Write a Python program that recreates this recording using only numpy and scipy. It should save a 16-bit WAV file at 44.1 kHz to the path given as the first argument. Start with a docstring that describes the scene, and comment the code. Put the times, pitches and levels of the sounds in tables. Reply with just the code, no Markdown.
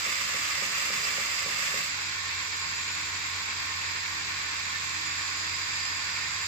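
"""Small stone-walled workshop: a belt sander runs while an axe edge is ground on it.
Random grit strikes ring the steel, a scrape glides in pitch, and the belt's splice knocks once a lap.
The hands bear down slightly, then lift the axe off at 1.94 s; the belt runs on free.
Shaped noise makes belt rush, bearing hiss and ringing; sines make hum and drive whine.
A faint, steady high steel note slowly swells and fades between 1 and 4 s."""
import sys
import numpy as np
from scipy import signal
from scipy.fft import rfft, irfft, next_fast_len
from scipy.io import wavfile
from scipy.ndimage import uniform_filter1d, map_coordinates

SR = 44100
rng = np.random.default_rng(int(sys.argv[2]) if len(sys.argv) > 2 else 0)


def wav_record(signal):
    """Record a signal, one row per channel, as 16-bit PCM in the file named by sys.argv[1]."""
    frames = np.transpose(np.atleast_2d(signal))
    bounded = np.clip(frames, -1, 1)
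    # unit amplitude maps onto the largest positive 16-bit level
    quanta = np.round(bounded * 32767).astype(np.int16)
    wavfile.write(sys.argv[1], SR, quanta)


N = 285327

LAP_S, WHEEL_HZ = 0.2793, 41.7  # belt lap, wheel turns per second
LIFT_S, LIFT_TAKES_S = 1.94, 0.11  # edge clear of the belt, time to let go
BEAR_DOWN_S = 0.39  # pressure gain starts this long before LIFT_S

# machine a little to the right: f/Hz, left minus right/dB
BALANCE = [(250, 0.5), (650, -4), (1000, -2), (2300, -3.5), (3000, -1), (4300, -2.5), (5200, -4.5),
           (6300, -2.5), (7400, -7.5), (8300, 2), (11000, -1), (15000, 0)]


def from_db(db):
    """Decibels to amplitude gain."""
    return 10 ** (np.asarray(db) / 20)


def rms_one(x):
    """Scale to unit rms."""
    return x / np.sqrt(np.mean(x ** 2) + 1e-20)


def in_time(rows):
    """Each column of a time curve at every sample."""
    s, *columns = np.transpose(rows)
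    return [np.interp(np.arange(N) / SR, s, c) for c in columns]


def at_hz(points, hz):
    """Interpolate a curve on a log-frequency axis."""
    points = np.array(points)
    return np.interp(np.log(hz + 1e-9), np.log(points[:, 0]), points[:, 1])


def drift(rate_hz):
    """Smooth random curve of rms 1, about rate_hz new values a second."""
    coarse = np.arange(0, N + 32, 32)
    knots = rng.standard_normal(4096)
    slow = map_coordinates(knots, [coarse / SR * rate_hz], order=3, mode="wrap")
    return np.interp(np.arange(N), coarse, rms_one(slow))


def ramp(start_s, length_s):
    """Rise from 0 to 1 over length_s."""
    return np.clip((np.arange(N) / SR - start_s) / length_s, 0, 1)


def pan(left_db):
    """Channel gains for a left-minus-right level difference."""
    return from_db(np.array([[0.5], [-0.5]]) * left_db)


def at_ears(hz):
    """Complex gain at left and right: level balance, plus a lag that vanishes in deep bass."""
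    # left behind right: f/Hz, lag/s
    left_lag = [(200, 0), (320, .0003), (430, .00088), (700, .000612), (15000, .000612)]
    turn = 2 * np.pi * hz * at_hz(left_lag, hz)
    return pan(at_hz(BALANCE, hz)) * np.exp(1j * turn * np.array([[-0.5], [0.5]]))


def radiate(force, spectrum, modes, ripple_db=2.0, ripple_hz=16):
    """Filter two unrelated forces by a broad spectrum and resonances, and spread them to left and right."""
    # likeness of the two channels: f/Hz, coherence/1
    likeness = [(30, 0.96), (200, 0.99), (310, 0.67), (430, -0.24), (530, 0.24), (680, 0.55), (950, 0.2),
                (2000, -0.038), (4000, 0.26), (15000, -0.37)]
    size = next_fast_len(N + SR // 2)
    hz = np.arange(size // 2 + 1) * SR / size
    power = from_db(at_hz(spectrum, hz)) ** 2 if spectrum else 0
    for centre_hz, width_hz, db in modes:
        # db is the peak's total power; width_hz is its half-width at -6 dB
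        skirt = 1 / (1 + ((hz - centre_hz) / width_hz) ** 2) ** 2
        power = power + from_db(db) ** 2 * 2 / (np.pi * width_hz) * skirt
    # standing waves between the walls favour some pitches over their neighbours
    uneven = map_coordinates(rng.standard_normal(4096), [hz / ripple_hz], order=1, mode="wrap")
    mid, side = rfft(force, size) * np.sqrt(power * SR / 2) * from_db(ripple_db * uneven)
    alike = np.clip(at_hz(likeness, hz), -1, 1)
    pair = np.sqrt((1 + alike) / 2) * mid + np.sqrt((1 - alike) / 2) * side * [[1], [-1]]
    return irfft(pair * at_ears(hz), size)[:, :N]


def gliding_ring(force, pitch_hz, width_hz):
    """Resonance of moving pitch: shift the force down, low-pass, shift back; rms 1 before panning."""
    carrier = np.exp(2j * np.pi * np.cumsum(pitch_hz) / SR)
    narrow = signal.butter(2, width_hz / 2, fs=SR, output="sos")
    ringing = signal.sosfilt(narrow, force / carrier) * carrier
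    return rms_one(ringing.real) * pan(at_hz(BALANCE, pitch_hz))


def singing(modes, level, steady=0.36):
    """Narrow resonances kept ringing by rolling contact; they share one level curve."""
    level_db, = in_time(level)
    ringing = radiate(rng.standard_normal((2, N)), None, modes)
    # constant rubbing partly evens the slow swell and leaves the fast flutter
    mean_power = uniform_filter1d(np.mean(rms_one(ringing) ** 2, axis=0), size=SR // 12)
    swell = np.sqrt(mean_power + 1e-6)
    return ringing / swell ** steady * from_db(level_db)


def wheel_throb(once, twice):
    """Slightly oval wheels press harder once and twice a turn."""
    angle = 2 * np.pi * WHEEL_HZ * np.arange(N) / SR
    return 1 + once * np.sin(angle) + twice * np.sin(2 * angle)


def hand_pressure(press=0.94, unsteady_db=0.2, bear_down_db=1.5):
    """Nearly even pressure (nominal full = 1) that grows slightly before the hands let go."""
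    level_db = unsteady_db * drift(6.5) + bear_down_db * ramp(LIFT_S - BEAR_DOWN_S, BEAR_DOWN_S)
    return press * from_db(level_db) * (1 - ramp(LIFT_S - LIFT_TAKES_S, LIFT_TAKES_S))


def belt(pressure, free_db=-0.5, load_db=-2, repeating=0.22, flutter_db=0.71, damping=0.91):
    """The belt's rough back drums wheels and frame; a share of the noise power repeats each lap."""
    # belt rush before gain: f/Hz, density/dB per Hz
    rush = [(20, -98), (45, -87), (85, -84), (115, -95.5), (270, -84), (370, -84.5), (700, -82.5),
            (980, -70.5), (1450, -71.5), (2000, -66.5), (2330, -66), (2700, -69), (2950, -74),
            (4000, -122.5)]
    # frame and stand, before gain: f/Hz, half-width/Hz, level/dB
    frame_modes = [(141, 9.5, -63), (166.2, 3, -64), (200.8, 3.8, -69.5), (313.4, 3.1, -65), (746, 59, -65),
                   (1060, 56, -52.5), (1330, 53, -57.5), (3262, 21, -52.5), (3770, 17, -52.5),
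                   (4260, 22, -53)]
    # free belt and wheels, damped by the axe, before gain: f/Hz, half-width/Hz, level/dB
    wheel_modes = [(930, 22, -58), (1140, 12, -51.5), (1478, 16, -62), (2232, 24, -51.5), (2348, 16, -51),
                   (2382, 16, -49), (2577, 12, -50.5)]
    one_lap = rng.standard_normal((2, round(LAP_S * SR)))
    laps = np.tile(one_lap, int(N / SR / LAP_S) + 2)[:, :N]
    force = np.sqrt(repeating) * laps + np.sqrt(1 - repeating) * rng.standard_normal((2, N))
    level_db = free_db + load_db * pressure + flutter_db * drift(30)
    drive = wheel_throb(once=0.06, twice=0.015) * from_db(level_db)
    wheel_force = rng.standard_normal((2, N)) * drive * (1 - damping * pressure)
    return radiate(force * drive, rush, frame_modes) + radiate(wheel_force, None, wheel_modes)


def belt_whine():
    """Narrow ringing of the belt: faint under the axe, strong once free, with a varying level."""
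    # before the level curve: f/Hz, half-width/Hz, level/dB
    whine_modes = [(1783, 20, -50), (1843, 8, -44)]
    # t/s, gain/dB
    whine_level = [(0, -24), (2.08, -10), (2.16, 1.5), (2.4, -2), (2.7, -2.5), (3.35, -7), (3.55, -0.5),
                   (4.4, -2), (4.71, 1), (4.76, 9.5), (4.82, -10), (4.95, -0.5), (5.03, 1), (5.2, 2),
                   (5.5, -2), (5.85, 2.5), (6.47, -3)]
    return singing(whine_modes, whine_level)


def platen(free_hz=1068, loaded_hz=1138, free_db=-49.0, loaded_db=-49.5, width_hz=19, settle_s=0.13):
    """The platen under the belt rings higher under load; its pitch slides down around the lift."""
    load = 1 - ramp(LIFT_S - BEAR_DOWN_S, BEAR_DOWN_S + settle_s)
    pitch_hz = free_hz + (loaded_hz - free_hz) * load
    level_db = free_db + (loaded_db - free_db) * load
    return gliding_ring(rng.standard_normal((2, N)), pitch_hz, width_hz) * from_db(level_db)


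def bearings(pressure, free_db=-2.01, load_db=0.4):
    """Rolling balls hiss and keep the races and the idler ringing, in time with the wheels."""
    # hiss before gain: f/Hz, density/dB per Hz
    hiss_spectrum = [(2400, -97), (3200, -73), (4000, -68.5), (4600, -69), (5300, -73), (6100, -73.5),
                     (6550, -77), (7350, -72.5), (7950, -77), (8400, -101.5), (9700, -102), (11000, -94),
                     (12300, -100), (15000, -112)]
    # bearings, races and idler, before gain: f/Hz, half-width/Hz, level/dB
    bearing_modes = [(4510, 30, -52), (5230, 20, -58), (5610, 30, -55), (6040, 35, -56), (6170, 35, -55)]
    race_modes = [(6965, 14, -55), (7044, 13, -49.5), (7092, 16, -54), (7236, 13, -49.5), (7303, 22, -49.5)]
    idler_modes = [(4890, 130, -52), (4810, 35, -50.5), (4873, 18, -48.5), (5005, 22, -52)]
    # ring of races and idler: t/s, gain/dB
    race_level = [(0, 0), (1.9, 0.5), (2.2, -2.5), (2.45, 2.5), (2.7, 2), (2.92, 4), (3.3, 0.5), (4.3, -3),
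                  (4.8, 0), (5.27, 2.5), (5.5, 0), (5.8, 2), (6.1, -2), (6.47, 4)]
    idler_level = [(0, -1), (1.9, 1), (2.15, -1), (2.3, -5), (2.5, -1), (2.7, 3), (2.85, -2), (3.3, -4),
                   (3.5, 0.5), (4.3, -3), (4.8, -4), (5.1, 0), (5.35, 2.5), (5.7, 4), (5.9, 6), (6.1, 1.5),
                   (6.3, 2), (6.47, 2)]
    force = rng.standard_normal((2, N)) * from_db(free_db + load_db * pressure)
    hiss = radiate(force, hiss_spectrum, bearing_modes)
    races = singing(race_modes, race_level)
    idler = singing(idler_modes, idler_level)
    return wheel_throb(once=0.048, twice=0.05) * (hiss + races + idler)


def hum(pressure, waver_db=1.76, waver_ref_hz=100, wander=0.0023, slip=0.018, lag_s=0.015):
    """Unbalanced turning parts hum; load slows them and shifts each tone's level, after a short lag."""
    # motor and wheels: f/Hz unloaded, mean level free/dB, mean level loaded/dB
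    hum_tones = [(42, -74, -73), (68.3, -66.5, -63), (90.9, -53, -61.5), (100.2, -65, -62),
                 (282.7, -71, -66.5), (404, -71, -71), (434, -65, -82)]
    out, t = np.zeros((2, N)), np.arange(N) / SR
    load = np.interp(t - lag_s, t, pressure) ** 0.5
    for hz, free_db, loaded_db in hum_tones:
        speed = 1 - slip * load + wander * drift(25.4)
        angle = 2 * np.pi * np.cumsum(hz * speed) / SR
        # higher tones waver more
        waver = waver_db * (hz / waver_ref_hz) ** 0.5 * drift(22)
        level_db = free_db + (loaded_db - free_db) * load + waver
        out += np.sqrt(2) * from_db(level_db) * (np.exp(1j * angle) * at_ears(hz)).real
    return out


def whine(waver_db=2.0):
    """The motor drive switches at a high pitch: close, slightly wandering tones that beat."""
    # f/Hz, mean level/dB, rms wander/Hz
    drive_tones = [(13415, -63, 4), (13447, -64, 5), (14320, -76, 20), (14400, -72, 20), (14442, -75, 20)]
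    out = np.zeros((2, N))
    for hz, db, wander_hz in drive_tones:
        angle = 2 * np.pi * np.cumsum(hz + wander_hz * drift(30)) / SR
        level_db = db + waver_db * drift(30)
        out += np.sqrt(2) * from_db(level_db) * (np.exp(1j * angle) * at_ears(hz)).real
    return out


def grit(per_s, spread_db):
    """Abrasive grains strike at random, most lightly and a few hard; rms 1."""
    hits = rng.random((2, N)) < per_s / SR
    sizes = from_db(spread_db * np.minimum(rng.exponential(1, (2, N)), 4))
    return rms_one(hits * sizes * rng.choice([-1, 1], (2, N)))


def grinding(pressure, chatter_db=1.2, chatter_hz=130, surge_db=0.76, surge_hz=24,
             scrape_db=-50, scrape_width_hz=150):
    """Grit cuts the steel in proportion to pressure; one resonance follows the contact point."""
    # before pressure: f/Hz, density/dB per Hz
    cut_spectrum = [(40, -106), (150, -96), (290, -93.5), (550, -78), (880, -82.5), (1200, -71),
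                    (1480, -71), (2050, -71.5), (2720, -66), (3100, -72.5), (3700, -81.5), (7700, -75),
                    (8500, -89), (10000, -89.5), (15000, -85.5)]
    # axe head held on the belt, before pressure: f/Hz, half-width/Hz, level/dB
    axe_modes = [(147, 7.7, -63.5), (554, 15, -55.5), (1060, 23, -53.5), (1129, 21, -50), (1218, 21, -47.5),
                 (1721, 30, -50.5), (1778, 17, -48.5), (1895, 20, -48), (1985, 18, -51), (2062, 13, -45),
                 (2157, 22, -43), (2327, 25, -45.5), (2650, 20, -48), (3524, 23, -50), (4960, 170, -51),
                 (5350, 78, -49.5), (5920, 22, -50), (6980, 49, -49.5), (7640, 280, -45)]
    # scrape as contact slides along the edge: t/s, f/Hz
    scrape_pitch = [(0, 1950), (.25, 2110), (1.05, 2100), (1.5, 1960), (1.8, 2160)]
    rasp_db = chatter_db * drift(chatter_hz) + surge_db * drift(surge_hz)
    force = grit(per_s=9000, spread_db=3.0) * pressure * from_db(rasp_db)
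    pitch_hz, = in_time(scrape_pitch)
    scrape_gain = np.sqrt(np.mean(pressure ** 2)) * from_db(scrape_db)
    scrape = gliding_ring(force, pitch_hz, scrape_width_hz) * scrape_gain
    return radiate(force, cut_spectrum, axe_modes) + scrape


def rub(pressure, level_db=-1, uneven_db=1.5, bumps_hz=35):
    """Uneven belt drag between blade and platen, as pressure squared: the low rub leaves first."""
    # platen and tool rest, before drag and gain: f/Hz, half-width/Hz, level/dB
    rub_modes = [(163, 6.2, -66), (204, 5.9, -67), (308, 8, -68), (224, 10, -71), (395, 7.5, -67),
                 (423, 4.5, -63), (473, 14, -66), (582, 17, -64), (706, 12, -58), (794, 28, -61)]
    drag = pressure ** 2 * rms_one(from_db(uneven_db * drift(bumps_hz)))
    force = rng.standard_normal((2, N)) * drag
    return radiate(force, None, rub_modes, ripple_db=3.5) * from_db(level_db)


def squeal(pressure, level_db=2.0, spurt_db=3.5, spurts_hz=45):
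    """The steel edge sticks and slips on the grit, and rings up in spurts."""
    # before gain: f/Hz, half-width/Hz, level/dB
    squeal_modes = [(4865, 30, -50), (4975, 45, -48)]
    spurts = from_db(level_db + spurt_db * np.tanh(drift(spurts_hz)))
    return radiate(rng.standard_normal((2, N)), None, squeal_modes, ripple_db=0.5) * spurts * pressure


def ring(clicks, hz, t60_s):
    """Two-pole resonator: a unit click starts a decaying sine of height 1."""
    r, w = from_db(-60 / (t60_s * SR)), 2 * np.pi * hz / SR
    return signal.lfilter([0, np.sin(w)], [1, -2 * r * np.cos(w), r * r], clicks + 1e-18)


def belt_twang(start_hz=620, fall_s=0.063, ring_s=0.13, width_hz=110, attack_s=0.03):
    """Bending waves scatter along the taut belt, different each time; low pitches arrive last."""
    t = np.arange(SR // 7) / SR
    pitch_hz = start_hz * np.exp(-t / fall_s)
    narrow = signal.butter(2, width_hz / 2, fs=SR, output="sos")
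    scatter = signal.sosfilt(narrow, rng.standard_normal((2, SR // 2)))[:, -len(t):]
    carrier = np.exp(2j * np.pi * np.cumsum(pitch_hz) / SR)
    wave = ((scatter[0] + 1j * scatter[1]) * carrier).real
    envelope = np.exp(-t / ring_s) * np.minimum(t / attack_s, 1) * (1 - t / t[-1])
    return rms_one(wave) * envelope


def workshop(x, t60_s=0.23, first_s=0.008):
    """Dense wall reflections, different at each side, dying away."""
    t = np.arange(SR // 2) / SR
    tail = rng.standard_normal((2, len(t))) * from_db(-60 * t / t60_s) * (t > first_s)
    return signal.fftconvolve(x[None], rms_one(tail) / np.sqrt(len(t)), axes=1)[:, :N]


def splice(first_s=0.062, first_db=-39.5, rise_db_per_s=2, knock_db=5, room_db=-9,
           contact_hz=900, twang_db=-11.0):
    """The belt's thick joint bumps the blade and plucks the belt each lap, harder until the lift."""
    # blade and platen, relative to the click: f/Hz, level/dB, t60/s
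    knock_modes = [(140.5, -25, 0.56), (202.7, -16.5, 0.6), (190, -16, 0.063), (222.5, -20, 0.23),
                   (340, -10, 0.022), (490, 1, 0.02), (558, 1.5, 0.037), (630, -2, 0.012)]
    clicks, knock = np.zeros(N), np.zeros(N)
    for s in np.arange(first_s, LIFT_S, LAP_S):
        db = first_db + rise_db_per_s * s
        at, twang = round(s * SR), belt_twang()
        clicks[at] += from_db(db + knock_db)
        knock[at:at + len(twang)] += from_db(db + twang_db) * twang
    soft = signal.sosfilt(signal.butter(2, contact_hz, fs=SR, output="sos"), clicks)
    for k, (hz, db, t60_s) in enumerate(knock_modes):
        knock += (-1) ** k * from_db(db) * ring(soft, hz, t60_s)
    return knock * pan(left_db=-2.5) + from_db(room_db) * workshop(knock)


def steel_note():
    """One faint steady high tone that slowly swells and fades: a sine under a half-sine envelope."""
    # end/s, f/Hz, peak level/dB, minus duration/s
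    end_s, hz, db, minus_length_s = (4, 3984, -49, -3)
    tone = np.exp(2j * np.pi * hz * np.arange(N) / SR) * at_ears(hz)
    swell = np.sin(np.pi * ramp(end_s + minus_length_s, -minus_length_s))
    return from_db(db) * swell * tone.real


def axe_screen(right_loss_db=0.77):
    """The raised axe head shades the machine at the right, then is turned aside."""
    raised = ramp(1.8, 1) - ramp(4, 1)
    return from_db(-right_loss_db * raised * np.array([[0], [1]]))


def scene():
    """The running machine plus the axe, first on its belt and then held up in front of it."""
    pressure = hand_pressure()
    running = axe_screen() * (belt(pressure) + belt_whine() + platen() + bearings(pressure))
    tones = hum(pressure) + whine() + steel_note()
    contact = grinding(pressure) + rub(pressure) + squeal(pressure) + splice()
    return running + tones + contact


def record(dry):
    """Steep elliptic low-pass at 15.3 kHz."""
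    return signal.sosfilt(signal.ellip(12, 0.1, 80, 15300, fs=SR, output="sos"), dry)


dry = scene()
out = record(dry)
wav_record(out)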